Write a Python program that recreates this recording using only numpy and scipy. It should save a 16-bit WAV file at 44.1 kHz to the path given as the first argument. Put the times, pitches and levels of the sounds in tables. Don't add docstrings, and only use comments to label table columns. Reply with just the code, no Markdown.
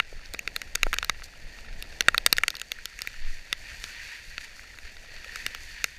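import sys
import numpy as np
from scipy import signal
from scipy.fft import rfft, irfft
from scipy.io import wavfile
from scipy.ndimage import uniform_filter1d

SR = 44100
rng = np.random.default_rng(int(sys.argv[2]) if len(sys.argv) > 2 else 0)


def unload_audio(sound):
    columns = np.transpose(np.atleast_2d(sound))
    steps = np.round(np.clip(columns, -1, 1) * 32767)
    wavfile.write(sys.argv[1], SR, steps.astype(np.int16))


N = 263718
TOP_HZ = 15200


def undb(db):
    return 10 ** (np.asarray(db) / 20)


def unit(x):
    return x / np.sqrt(np.mean(x ** 2) + 1e-20)


def curves(table):
    times, *columns = np.transpose(table)
    return [np.interp(np.arange(N) / SR, times, column) for column in columns]


def band(x, lo_hz, hi_hz, order=3):
    edges = [lo_hz, min(hi_hz, .45 * SR)]
    return signal.sosfilt(signal.butter(order, edges, "band", fs=SR, output="sos"), x)


def walk(rate):
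    k = int(SR / rate)
    steps = np.repeat(rng.standard_normal(N // k + 1), k)
    smooth = uniform_filter1d(uniform_filter1d(steps, k), k)
    return unit(smooth)[:N]


def patter(rate, spread_db):
    hit = rng.random(N) < rate / SR
    size = undb(spread_db * np.minimum(rng.exponential(size=N), 5))
    return unit(hit * size * rng.standard_normal(N))


# (time [s], ring of the struck spot [Hz], level [dB],
# spread to each side of the ring [octaves], spray relative to the level, before its trim [dB])
DROPS = [(0.0003,1770,-16,0.88,-23.5), (0.127,490,-42.5,0.5,-23), (0.2586,4900,-44,0.37,-11),
         (0.3372,4080,-36.5,0.99,1.5), (0.3436,670,-36.5,1.45,-20), (0.3465,2340,-31.5,0.88,-21),
         (0.3917,2500,-27.5,0.21,-6), (0.476,2240,-23.5,1,-18), (0.5628,2650,-24.5,0.88,-7.5),
         (0.617,2770,-30.5,0.77,-9.5), (0.752,3480,-29,1.6,1), (0.755,2150,-24,1.3,1.5),
         (0.8314,2550,-14.5,0.73,-11), (0.867,650,-27,1.05,-22.5), (0.9298,1620,-21.5,0.69,-14),
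         (0.9364,1470,-25.5,0.93,-24), (0.941,2730,-26,1.1,-6), (0.9647,1590,-35,0.46,-21),
         (0.9854,3030,-22,0.86,-9), (1.028,1890,-24,1.07,-19), (1.0459,4220,-30,1.14,-1.5),
         (1.0961,2050,-17.5,1.16,-11), (1.221,1920,-39,0.52,-26), (1.8246,4850,-32.5,1.27,-6),
         (2.0076,3570,-16.5,1.16,-5), (2.0225,4500,-39,1.1,-12), (2.084,2440,-5.5,0.64,-25),
         (2.145,1160,-17.5,1.1,-20), (2.1795,3540,-16,0.85,-11), (2.263,3180,-10,0.99,-1.5),
         (2.2706,1910,-30.5,0.9,-8), (2.3273,4157,-10,1.06,-3), (2.368,4900,-30,1,-7),
         (2.3763,3530,-40,.9,1), (2.3832,1980,-17,0.63,-12), (2.4353,1940,-15.5,.4,-16),
         (2.481,3060,-19,0.93,-6), (2.504,5040,-29,0.93,-3), (2.542,1200,-40,0.89,-17),
         (2.553,4360,-34,0.97,-8), (2.5675,4250,-36.5,0.7,-5), (2.598,4900,-38,.8,-1),
         (2.6156,2840,-30.5,0.93,-2.5), (2.7183,3420,-25,0.97,-7.5), (2.787,1760,-39,0.26,-19),
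         (2.856,3140,-30.5,0.88,-2.5), (2.99,2120,-34.5,0.41,-7), (3.0069,1700,-43,.7,-6),
         (3.0187,4800,-28.5,0.94,-1), (3.0735,2340,-26.5,0.51,-13), (3.2496,2500,-47,1.7,-22),
         (3.528,2600,-20,0.67,-11), (3.8404,2670,-31,1.2,-8), (4.38,2400,-28,0.88,-23),
         (4.5942,1850,-40.5,0.32,-27), (4.787,1790,-39.5,1.2,-13), (5.245,2500,-39.5,1,-15),
         (5.3584,1900,-31.5,1,-6.5), (5.4642,2070,-23.5,0.91,-7.5), (5.5483,2670,-32.5,1.3,-9.5),
         (5.842,2220,-19,0.86,-5)]
# (frequency [Hz], 60 dB decay time [s], level [dB])
SHELL = [(477, 0.024, -20), (667, 0.0046, -11.5), (1036, 0.0076, -18.5), (1360, .016, -2.5),
         (1613, 0.013, -3), (1950, 0.014, -2.5), (2342, 0.0085, -1.5), (2699, 0.011, -1), (3705, 0.0089, 0),
         (4460, 0.01, -1.5), (5450, 0.0049, -1), (6520, 0.0069, -6), (8140, 0.0057, -10),
         (9680, 0.0048, -15.5), (13500, 0.0039, -17.5), (14700, 0.0034, -24)]
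THUD_DB, THUD_AT_HZ, THUD_DB_PER_OCTAVE, THUD_DB_PER_SPREAD = -17, 2380, -3.5, 10


def rain_on_shell(ring_db=9, ring_t60=0.004, spot_db=3, crack_db=2, crack_t60=0.002,
                  contact_s=0.0001, push_db=-20, push_t60=0.0056, spray_trim_db=-1):
    hz, t60, db = np.transpose(SHELL)[:, :, None]
    t = np.arange(int(.04 * SR)) / SR
    fade = lambda seconds: np.exp(-np.log(1000) * t / seconds)
    out = np.zeros(N + SR)
    for s, spot_hz, level_db, spread, spray_db in DROPS:
        weight, detune, side = rng.standard_normal((3, len(SHELL), 1))
        strength = np.sign(side) * undb(db + spot_db * weight)
        modes = strength * fade(t60) * np.sin(2 * np.pi * hz * (1 + 0.029 * detune) * t)
        spot = undb(ring_db) * fade(ring_t60) * np.sin(2 * np.pi * spot_hz * t)
        burst = fade(crack_t60) * rng.standard_normal(len(t))
        crack = undb(crack_db) * band(burst, 1000, SR / 2, order=1)
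        push = undb(push_db) * fade(push_t60)
        blow = (modes.sum(axis=0) + spot + crack + push) * (1 - np.exp(-t / contact_s))

        width = 2 ** max(spread, .1)
        knock = unit(band(blow, spot_hz / width, spot_hz * width, order=2))
        thud = unit(band(blow, 118, 787))
        pitch_db = THUD_DB_PER_OCTAVE * np.log2(spot_hz / THUD_AT_HZ)
        thud_db = THUD_DB + pitch_db + THUD_DB_PER_SPREAD * (spread - 1)
        spray = unit(band(blow, 6400, TOP_HZ, order=4))
        drop = knock + undb(thud_db) * thud + undb(spray_db + spray_trim_db) * spray
        start = int(s * SR)
        out[start:start + len(t)] += drop * np.sqrt(.005 / t[-1]) * undb(level_db)
    return out[:N]


def drizzle(rate=90, spread_db=2.5, level_db=-59.5):
    t = np.arange(int(.03 * SR)) / SR
    ticks = 0
    for spot in range(6):
        ring = 0
        for hz, t60, db in SHELL:
            fading = undb(db - 60 * t / t60)
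            ring = ring + rng.standard_normal() * fading * np.sin(2 * np.pi * hz * t)
        ticks = ticks + signal.fftconvolve(patter(rate / 6, spread_db), unit(ring))[:N]
    return unit(band(ticks, 170, 3700, order=1)) * undb(level_db)


# (frequency [Hz], width [Hz], level [dB])
LEAKS = [(944, 74, -10), (1620, 140, -5.5), (1852, 150, 1), (2200, 680, -17.5), (2427, 530, -4.5),
         (3580, 290, -12.5), (4485, 380, -6.5), (5650, 590, -17.5), (6330, 1300, -15), (9200, 1500, -24),
         (12600, 2200, -27.5)]


def through_shell(x, wall_hz=1300):
    f = np.maximum(np.fft.rfftfreq(N, 1 / SR), 1)
    power = sum(undb(db) ** 2 / (1 + ((f - hz) / width) ** 2) ** 2 for hz, width, db in LEAKS)
    power = power / (1 + (wall_hz / f) ** 4)
    return irfft(rfft(x) * np.sqrt(power), N)


# (time [s], half length [s], level [dB], added treble [dB])
SPRAYS = [(1.241, 0.0052, -39, 26), (1.258, 0.0072, -46, 3), (4.412, 0.0085, -41, -27),
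          (4.425, 0.0053, -49, -10), (4.443, 0.0097, -39, -40), (4.458, 0.0032, -57, -16)]


def sprays(bright_hz=4000):
    body = unit(through_shell(patter(4200, 1.1)))
    top = band(body, bright_hz, SR / 2, order=2)
    t = np.arange(N) / SR
    out = 0
    for s, half_s, db, bright_db in SPRAYS:
        swell = undb(db) * np.exp(-((t - s) / half_s) ** 2)
        out = out + swell * unit(body + undb(bright_db) * top)
    return out


# (time [s], level [dB])
WASH = [(0, -55), (0.55, -54), (0.95, -51.5), (1.38, -55), (1.87, -51.5), (2.3, -53.5), (2.62, -55.5),
        (3.05, -50), (4.3, -51.5), (4.6, -52), (5.15, -52), (5.98, -53.5)]
WASH_FIZZ_DB = -5.5
# (time [s], slosh level [dB], landing level [dB])
SCOOPS = [(3.82, -45, -48), (5.41, -45.5, -48.5)]
SCOOP_S, SCOOP_FIZZ_DB = 0.14, -10
FLIGHT_S, LANDING_S, LANDING_FIZZ_DB = 0.28, 0.13, -5.5
CHURN_HZ, CHURN_DB = 21.85, 0.9


def water_levels():
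    t = np.arange(N) / SR
    wash = undb(curves(WASH)[0]) ** 2
    fizz = wash * undb(WASH_FIZZ_DB) ** 2
    churn_db = CHURN_DB * walk(CHURN_HZ)
    for s, slosh_db, landing_db in SCOOPS:
        slosh = undb(slosh_db + churn_db) ** 2 * np.exp(-((t - s) / SCOOP_S) ** 2)
        landing = undb(landing_db + churn_db) ** 2 * np.exp(-((t - s - FLIGHT_S) / LANDING_S) ** 2)
        wash = wash + slosh + landing
        fizz = fizz + slosh * undb(SCOOP_FIZZ_DB) ** 2 + landing * undb(LANDING_FIZZ_DB) ** 2
    return 10 * np.log10(wash), 10 * np.log10(fizz)


def splashes():
    return through_shell(rng.standard_normal(N) + patter(1800, 2.0))


def water(wash_trim_db=0.27, fizz_trim_db=-1.23, split_hz=4200, flicker_db=1.67):
    wash_level, fizz_level = water_levels()
    wash, fizz = splashes(), splashes()
    wash = wash / np.std(band(wash, 1400, 3000))
    fizz = fizz / np.std(band(fizz, 5200, 12000))
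    wash_gain = undb(wash_level + wash_trim_db + flicker_db * walk(21.72))
    fizz_gain = undb(fizz_level + fizz_trim_db + flicker_db * walk(24.6))
    wash = band(wash, 300, split_hz, order=2) * wash_gain
    fizz = band(fizz, split_hz, SR / 2, order=2) * fizz_gain
    return wash + fizz


def bubble(hz, cycles, rise):
    age = np.arange(int(cycles / hz * SR)) / SR * hz / cycles
    envelope = (1 - np.exp(-20 * age)) * np.exp(-np.log(300) * age)
    return envelope * np.sin(2 * np.pi * cycles * age * (1 + rise * age / 2))


# (time [s], starting pitch [Hz], level before the bubble's envelope [dB])
PLOPS = [(3.603, 640, -42.5), (3.742, 686, -44), (4.326, 510, -64), (5.038, 670, -44), (5.087, 480, -49),
         (5.138, 600, -43.5), (5.261, 530, -41), (5.506, 534, -48)]


def gurgle(plop_cycles=16, fine_cycles=30, rise=0.11, fine_db=-8, spread_db=4, count=420):
    plops, fine = np.zeros((2, N + SR))
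    for s, hz, db in PLOPS:
        ring = bubble(hz, plop_cycles, rise)
        start = int(s * SR)
        plops[start:start + len(ring)] += undb(db) * ring
    for when, pitch, size in rng.random((count, 3)):
        ring = bubble(1200 * 4 ** pitch, fine_cycles, rise)
        start = int(when * N)
        fine[start:start + len(ring)] += undb(-spread_db * np.log(size + 0.02)) * ring
    return plops[:N] + unit(through_shell(fine[:N])) * undb(water_levels()[0] + fine_db)


def coloured(points):
    hz, db = np.transpose(points)
    f = np.maximum(np.fft.rfftfreq(N, 1 / SR), 1)
    gain = undb(np.interp(np.log(f), np.log(hz), db))
    gain = gain / (1 + (f / hz[-1]) ** 4)
    return unit(irfft(rfft(rng.standard_normal(N)) * gain, N))


# (time [s], buffeting level [dB], dull rush level [dB])
AIR = [(0.0, -48.5, -63.5), (0.58, -49, -57.5), (0.87, -53, -63), (1.33, -45, -60.5), (2.13, -47, -55),
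       (2.88, -54.5, -67), (3.33, -52.5, -64.5), (3.78, -48.5, -61), (4.21, -53, -65.5), (5.48, -50, -60.5),
       (5.98, -52, -69)]
# (frequency [Hz], density [dB per Hz])
BUFFET = [(8, -10), (16, 6.5), (33, -5), (50, -5.5), (70, -12), (110, -20.5), (220, -31), (500, -64)]
# (frequency [Hz], density [dB per Hz])
RUSH = [(100, -0.5), (220, 0), (370, -3), (480, 0), (680, -1), (800, -3), (1200, -14.5), (2000, -3)]
# (time [s], frequency [Hz], half length [s], level [dB])
GUSTS = [(0.861, 21, 0.042, -19.5), (3.271, 14, 0.074, -19.5)]
GUST_BUFFET_DB, GUST_BUFFET_S = 9, 0.13


def wind(buffet_trim_db=4, rush_trim_db=2, gusty_db=3.3):
    buffet_level, rush_level = curves(AIR)
    rocking = 0
    for s, hz, half_s, db in GUSTS:
        t = np.arange(N) / SR - s
        rocking = rocking + undb(db) * np.exp(-(t / half_s) ** 2) * np.cos(2 * np.pi * hz * t)
        buffet_level = buffet_level + GUST_BUFFET_DB * np.exp(-(t / GUST_BUFFET_S) ** 2)
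    buffet = coloured(BUFFET) * undb(buffet_level + buffet_trim_db + gusty_db * walk(30))
    rush = coloured(RUSH) * undb(rush_level + rush_trim_db)
    return rocking + buffet + rush


def scene():
    return (rain_on_shell() + drizzle() + sprays() + water() + gurgle() + wind())[None]


def record(dry):
    ceiling = .75
    clipped = dry / (1 + (dry / ceiling) ** 8) ** (1 / 8)
    return signal.sosfilt(signal.ellip(8, .2, 70, TOP_HZ, fs=SR, output="sos"), clipped)


dry = scene()
out = record(dry)
unload_audio(out)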